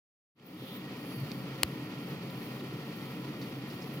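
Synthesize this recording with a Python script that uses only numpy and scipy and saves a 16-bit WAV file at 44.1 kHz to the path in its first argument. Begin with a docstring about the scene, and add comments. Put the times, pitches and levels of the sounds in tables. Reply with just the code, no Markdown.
"""A small fan blows into a plastic tub on a tiled floor and drives mist out of a pipe.
After a short silence its turbulence fades in, booming in the tub and exciting narrow resonances over
a faint motor hum; a fine hiss and the tub's deep drone rise with it and swell and sink to the end.
A first drip falls, a very high, thin whistle arches up and down, and narrow bands of hiss swell briefly.
After a second drip comes one sharp click close by, at 1.6 s; then a few faint drips fall."""
import sys
import numpy as np
from scipy import signal
from scipy.fft import rfft, irfft
from scipy.io import wavfile

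SR = 44100
rng = np.random.default_rng(int(sys.argv[2]) if len(sys.argv) > 2 else 0)


def to_wav(sig):
    """Store sig (one row per channel, or 1-D mono) as 16-bit WAV at the path in sys.argv[1].

    Samples outside -1..1 are clipped; the rate is SR.
    """
    pcm = np.clip(np.atleast_2d(sig), -1, 1) * 32767
    pcm = np.round(pcm).astype(np.int16)
    wavfile.write(sys.argv[1], SR, pcm.T)  # frames by channels


N = 176400
T, HZ = np.arange(N) / SR, np.maximum(np.fft.rfftfreq(N, 1 / SR), 1)


def from_db(db):
    """Amplitude ratio of a level in decibels."""
    return 10 ** (np.asarray(db) / 20)


def rms_one(x):
    """Normalisation to unit mean power."""
    return x / np.sqrt(np.mean(x ** 2) + 1e-20)


def at_hz(points):
    """Interpolation of a table on a log-frequency axis."""
    hz, value = np.transpose(points)
    return np.interp(np.log(HZ), np.log(hz), value)


def pan(db):
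    """Constant-power panning: two gains, the left one higher by db."""
    gains = from_db(np.array([[.5], [-.5]]) * db)
    return gains / np.sqrt(np.mean(gains ** 2, axis=0))


def peak(centre_hz, half_width_hz):
    """Lorentzian curve: the amplitude halves one half-width from the centre."""
    return 1 / (1 + ((HZ - centre_hz) / half_width_hz) ** 2)


def drift(rate_hz):
    """Random fluctuation: low-pass noise of unit rms."""
    return rms_one(irfft(rfft(rng.standard_normal(N)) * peak(0, rate_hz), N))


# Likeness of the airflow's sound in the two channels: frequency_hz, coherence
COHERENCE = [(40, 0.89), (150, 1), (300, 0.99), (550, 0.89), (1000, 0.8), (1400, 0.67), (1600, 0.38),
             (1900, 0.82), (2600, 0.24), (4500, 0.29), (8000, 0.059), (11500, 0.25), (15500, .1)]
# Its balance between them: frequency_hz, left_over_right_db
AIR_BALANCE = [(100, 0.5), (300, 0), (500, 2), (800, -1.5), (1100, 5), (1600, -3.5), (2300, -1),
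               (2800, -4.5), (3500, -2.5), (4000, 5.5), (4700, -11.5), (5500, -4), (7000, -0.5), (8200, 1),
               (9200, 1.5), (11000, 2.5), (12000, 2), (13300, 13), (15500, 19)]
# Its phase difference: frequency_hz, left_lead_rad
PHASE_LEAD = [(100, .03), (450, 0.11), (750, 0.48), (1200, 0.75), (1900, 1.55), (2500, 0.41), (2900, 3.76),
              (3700, 3.67), (4300, 4.1), (5000, 5.8), (6000, 6.5), (10500, 7.6), (12000, 8.6)]

def air_noise(spectrum, side_db=at_hz(AIR_BALANCE)):
    """Partial coherence: common and opposed noise add to a stereo pair of unit rms."""
    mid, side = rfft(rng.standard_normal((2, N)))
    coherence = np.clip(at_hz(COHERENCE), 0, .998)
    pair = np.sqrt(1 + coherence) * mid + np.sqrt(1 - coherence) * side * [[1], [-1]]
    phase = np.exp(1j * at_hz(PHASE_LEAD) * [[.5], [-.5]])
    return rms_one(irfft(pair * spectrum * pan(side_db) * phase, N))


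# Spectra of the low boom in the tub and the fan's broad rush: frequency_hz, relative_density_db
BOOM_SPECTRUM = [(20, -34), (50, -38), (70, -25), (88, -16.5), (102, -14.5), (120, -5), (165, -2.5),
                 (220, -3), (305, -3), (345, -8.5), (460, -10.5), (500, -19), (560, -16.5), (700, -23.5),
                 (1500, -61)]
RUSH_SPECTRUM = [(290, -18), (500, -3.5), (538, -9.5), (632, -9.5), (733, -7), (937, -5.5), (973, -10),
                 (1090, -6), (1360, -7), (1610, -13), (1890, -6), (2040, -8.5), (2480, -7), (3680, -13),
                 (4540, -13.5), (7800, -30), (9500, -30), (12400, -42), (20900, -120)]

def turbulence(spectrum, level_db, flutter_db=1):
    """Turbulent flow radiates broadband noise whose level flutters."""
    gain = from_db(level_db + flutter_db * drift(28))
    return gain * air_noise(from_db(at_hz(spectrum)))


# Modes of tub, pipe and fan housing: pitch_hz, half_width_hz, level_db, left_over_right_db
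AIRFLOW_MODES = [(181.6, 6.7, -52, 2.5), (298.4, 13.3, -55, 0.5), (384.3, 5.2, -66.5, 3),
                 (424, 4.8, -68.5, 3), (465, 9.7, -63.5, 6), (531, 12, -60, 5), (729, 24, -66.5, -7),
                 (761, 22, -67, 7), (992, 9.3, -64, 3.5), (1012, 10, -70.5, -20), (1116, 15, -71, 2),
                 (1284, 12, -66.5, -6), (1375, 8.9, -67.5, 0), (1880, 30, -63, 4), (2375, 23, -73, -10),
                 (2830, 42, -68, -7), (3190, 150, -64, -1), (4600, 240, -68, 3), (7430, 60, -83, 0)]

def resonances():
    """Forced resonance: each mode driven by turbulence sounds as a narrow band of noise."""
    return sum(from_db(db) * air_noise(peak(hz, width), side) for hz, width, db, side in AIRFLOW_MODES)


# Tones of the motor: pitch_hz, level_db
MOTOR_TONES = [(295, -61.5), (1369, -69.5)]

def motor_hum(wander_rad=0.19):
    """Periodic vibration of the motor radiates tones, each wandering slightly in phase."""
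    hum = np.zeros(N)
    for hz, db in MOTOR_TONES:
        phase = 2 * np.pi * (hz * T + rng.random()) + wander_rad * drift(5)
        hum += from_db(db) * np.sqrt(2) * np.sin(phase)
    return hum


# Spectrum of the fine hiss: frequency_hz, relative_density_db
HISS_SPECTRUM = [(5000, -47), (8500, -15.5), (11000, 1), (13100, -1.5), (15100, 5), (15800, -3.5)]
# Its envelope, in two consecutive runs of rows: time_s, relative_level_db
HISS_ENVELOPE = [
    [(0.35, -96), (0.44, -75), (0.46, -76), (0.478, -68.5), (0.742, -61), (0.764, -62), (0.788, -62),
     (0.888, -65), (1.14, -58.5), (1.258, -60.5), (1.328, -59), (1.474, -63.5), (1.536, -63), (1.6, -63)],
    [(1.67, -61), (1.95, -64.5), (2.1, -60), (2.19, -66), (2.44, -57.5), (2.71, -64.5), (3.03, -60),
     (3.38, -64), (3.4, -59), (3.66, -64.5), (3.69, -59.5), (3.92, -62), (3.94, -55.5), (4.0, -63)],
]

def hiss(gain_db=3, sputter_db=1.2):
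    """Amplitude modulation: treble noise, mostly on the left, swells, sinks and sputters."""
    times, levels = np.vstack(HISS_ENVELOPE).T
    gain = from_db(gain_db + np.interp(T, times, levels) + sputter_db * drift(70))
    return gain * air_noise(from_db(at_hz(HISS_SPECTRUM)))


# Surges of the tub's deep resonance: time_s, relative_level_db
TUB_ENVELOPE = [(.35, -78), (.6, -57.5), (1.0, -48.5), (1.17, -46), (1.239, -29.5), (1.3, -47.5),
                (1.37, -35), (1.45, -45.5), (1.7, -46.5), (1.83, -40), (2.0, -53), (2.12, -39),
                (2.3, -50.5), (2.8, -40.5), (3.0, -51.5), (3.3, -44), (3.6, -43), (3.9, -49.5), (4, -44)]

def tub_drone(pitch_hz=134.9, noise_db=-4, tone_db=-6):
    """Cavity resonance: the air in the tub drones as a wavering tone in narrow noise."""
    times, levels = np.transpose(TUB_ENVELOPE)
    noise = air_noise(peak(pitch_hz, half_width_hz=19.4) ** 2, side_db=0)
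    tone = np.sqrt(2) * np.sin(2 * np.pi * pitch_hz * T + drift(3.5))
    return from_db(np.interp(T, times, levels)) * (from_db(noise_db) * noise + from_db(tone_db) * tone)


# Drips in the tub: start_s, relative_level_db, pitch_hz, decay_s, left_over_right_db
DRIP_SPLASHES = [(0.398, -34.5, 3100, 0.00072, -7), (1.3165, -30.5, 4500, 0.0014, -8),
                 (2.299, -42, 3500, 0.0037, -1), (2.593, -43.5, 3700, 0.013, -1),
                 (3.054, -44.5, 3500, 0.017, -1), (3.414, -41, 4500, 0.023, -6),
                 (3.7, -43.5, 4600, 0.016, -5), (3.818, -43, 5130, 0.02, -9)]

def drips(bandwidth_hz=640, lowpass_hz=6000):
    """Transient excitation: each splash is a decaying noise burst through one bright resonance."""
    splashes = np.zeros((2, N))
    radius = np.exp(-np.pi * bandwidth_hz / SR)
    for start, db, hz, decay, side in DRIP_SPLASHES:
        burst = rng.standard_normal(N) * (T >= start) * np.exp(-np.abs(T - start) / decay)
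        feedback = [1, -2 * radius * np.cos(2 * np.pi * hz / SR), radius ** 2]
        splash = signal.lfilter([1, 0, -1], feedback, burst + 1e-18)
        splashes += pan(side) * from_db(db) * splash / np.abs(splash).max()
    return signal.sosfilt(signal.butter(2, lowpass_hz, fs=SR, output="sos"), splashes)


# Course of the thin whistle: time_s, pitch_hz, relative_level_db
WHISTLE_GLIDE = [(.442, 14000, -76), (.46, 14750, -57), (.5, 15750, -66), (.6, 16600, -72),
                 (.735, 15800, -64), (.755, 14800, -51), (.775, 14200, -55), (.8, 12100, -74)]

def whistle(waver_hz=130, flutter_db=4, side_db=18):
    """Frequency modulation: an unsteady tone on the left arches up out of hearing and returns."""
    times, pitches, levels = np.transpose(WHISTLE_GLIDE)
    pitch = np.interp(T, times, pitches) + waver_hz * drift(300)
    gain = from_db(np.interp(T, times, levels) + flutter_db * drift(60))
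    sounding = (T > times[0]) * (T < times[-1])
    return pan(side_db) * gain * sounding * np.sin(2 * np.pi * np.cumsum(pitch) / SR)


# Brief, faint swells of high hiss: peak_s, half_length_s, relative_level_db, centre_hz, half_width_hz
HISS_SWELLS = [(0.692, 0.12, -51, 3420, 520), (1.216, 0.17, -57.5, 4580, 220), (.67, .12, -61, 11800, 500),
               (.68, .08, -59, 14600, 500), (1.114, 0.062, -59, 11200, 700), (2.42, .06, -65, 14400, 400)]

def hiss_swells():
    """Narrow-band noise: each high band of hiss swells and fades under a Gaussian envelope."""
    swells = np.zeros((2, N))
    for peak_s, half_length, db, hz, width in HISS_SWELLS:
        envelope = np.exp(-((T - peak_s) / half_length) ** 2)
        swells += from_db(db) * envelope * air_noise(peak(hz, width))
    return swells


def ring(impulses, hz, t60):
    """Damped oscillator: each impulse starts a sine that falls 60 dB in t60 seconds."""
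    radius, angle = from_db(-60 / (t60 * SR)), 2 * np.pi * hz / SR
    feedback = [1, -2 * radius * np.cos(angle), radius ** 2]
    return signal.lfilter([0, np.sin(angle)], feedback, impulses + 1e-18)


# Contacts within the one click: start_s, relative_level_db, left_over_right_db
CLICK_CONTACTS = [(1.6309, -19, -1), (1.633, -34, -5), (1.6329, -26, 16), (1.6329, 3.5, 5.5),
                  (1.6353, -21, 17)]
# Modes of the struck plastic: pitch_hz, relative_level_db, t60_s, left_over_right_db
PLASTIC_MODES = [(300, -30, 0.019, 14), (560, -19, 0.0069, 8), (1160, -17.5, 0.0056, 2),
                 (1940, -13.5, 0.0038, 9), (2930, -10, 0.0041, -0.5), (4160, -16, 0.0077, -1.5),
                 (4740, -14.5, 0.008, 0), (7740, -13, 0.0022, 0.5), (10300, -9.5, 0.0027, -5.5),
                 (14400, -14, 0.0012, 13)]

def click(gain_db=-3, right_lag_s=.00002):
    """Modal superposition: a quick run of hard contacts rings well-damped plastic."""
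    contacts = sum(pan(side) * from_db(db) * (np.arange(N) == int(start * SR))
                   for start, db, side in CLICK_CONTACTS)
    ringing = sum((-1) ** k * pan(side) * from_db(db) * ring(contacts, hz, t60)   # alternating polarity
                  for k, (hz, db, t60, side) in enumerate(PLASTIC_MODES))
    left, right = from_db(gain_db) * ringing
    return np.array([left, np.interp(T - right_lag_s, T, right)])


def knock(centre_s=1.647, pitch_hz=79.5, half_length_s=0.012, level_db=-36.5):
    """Gaussian tone pulse: a few low cycles make a soft knock just after the click."""
    t = T - centre_s
    return from_db(level_db) * np.exp(-(t / half_length_s) ** 2) * np.sin(2 * np.pi * pitch_hz * t)


def scene(start_s=0.35, rise_s=0.24):
    """Superposition: the sources add; fine hiss, drone and whistle bypass the common fade-in."""
    fade = (1 - np.exp(-np.maximum(T - start_s, 0) / rise_s)) ** 1.2
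    boom = turbulence(BOOM_SPECTRUM, level_db=-42.5)
    rush = turbulence(RUSH_SPECTRUM, level_db=-49.5)
    fan = boom + rush + resonances() + motor_hum()
    events = drips() + hiss_swells() + click() + knock()
    return fade * (fan + events) + (T > start_s) * (hiss() + tub_drone()) + whistle()


def record(dry, cutoff_hz=15900):
    """Band limiting: an elliptic low-pass filter cuts the highest treble steeply."""
    return signal.sosfilt(signal.ellip(12, .1, 70, cutoff_hz, fs=SR, output="sos"), dry)


dry = scene()
out = record(dry)
to_wav(out)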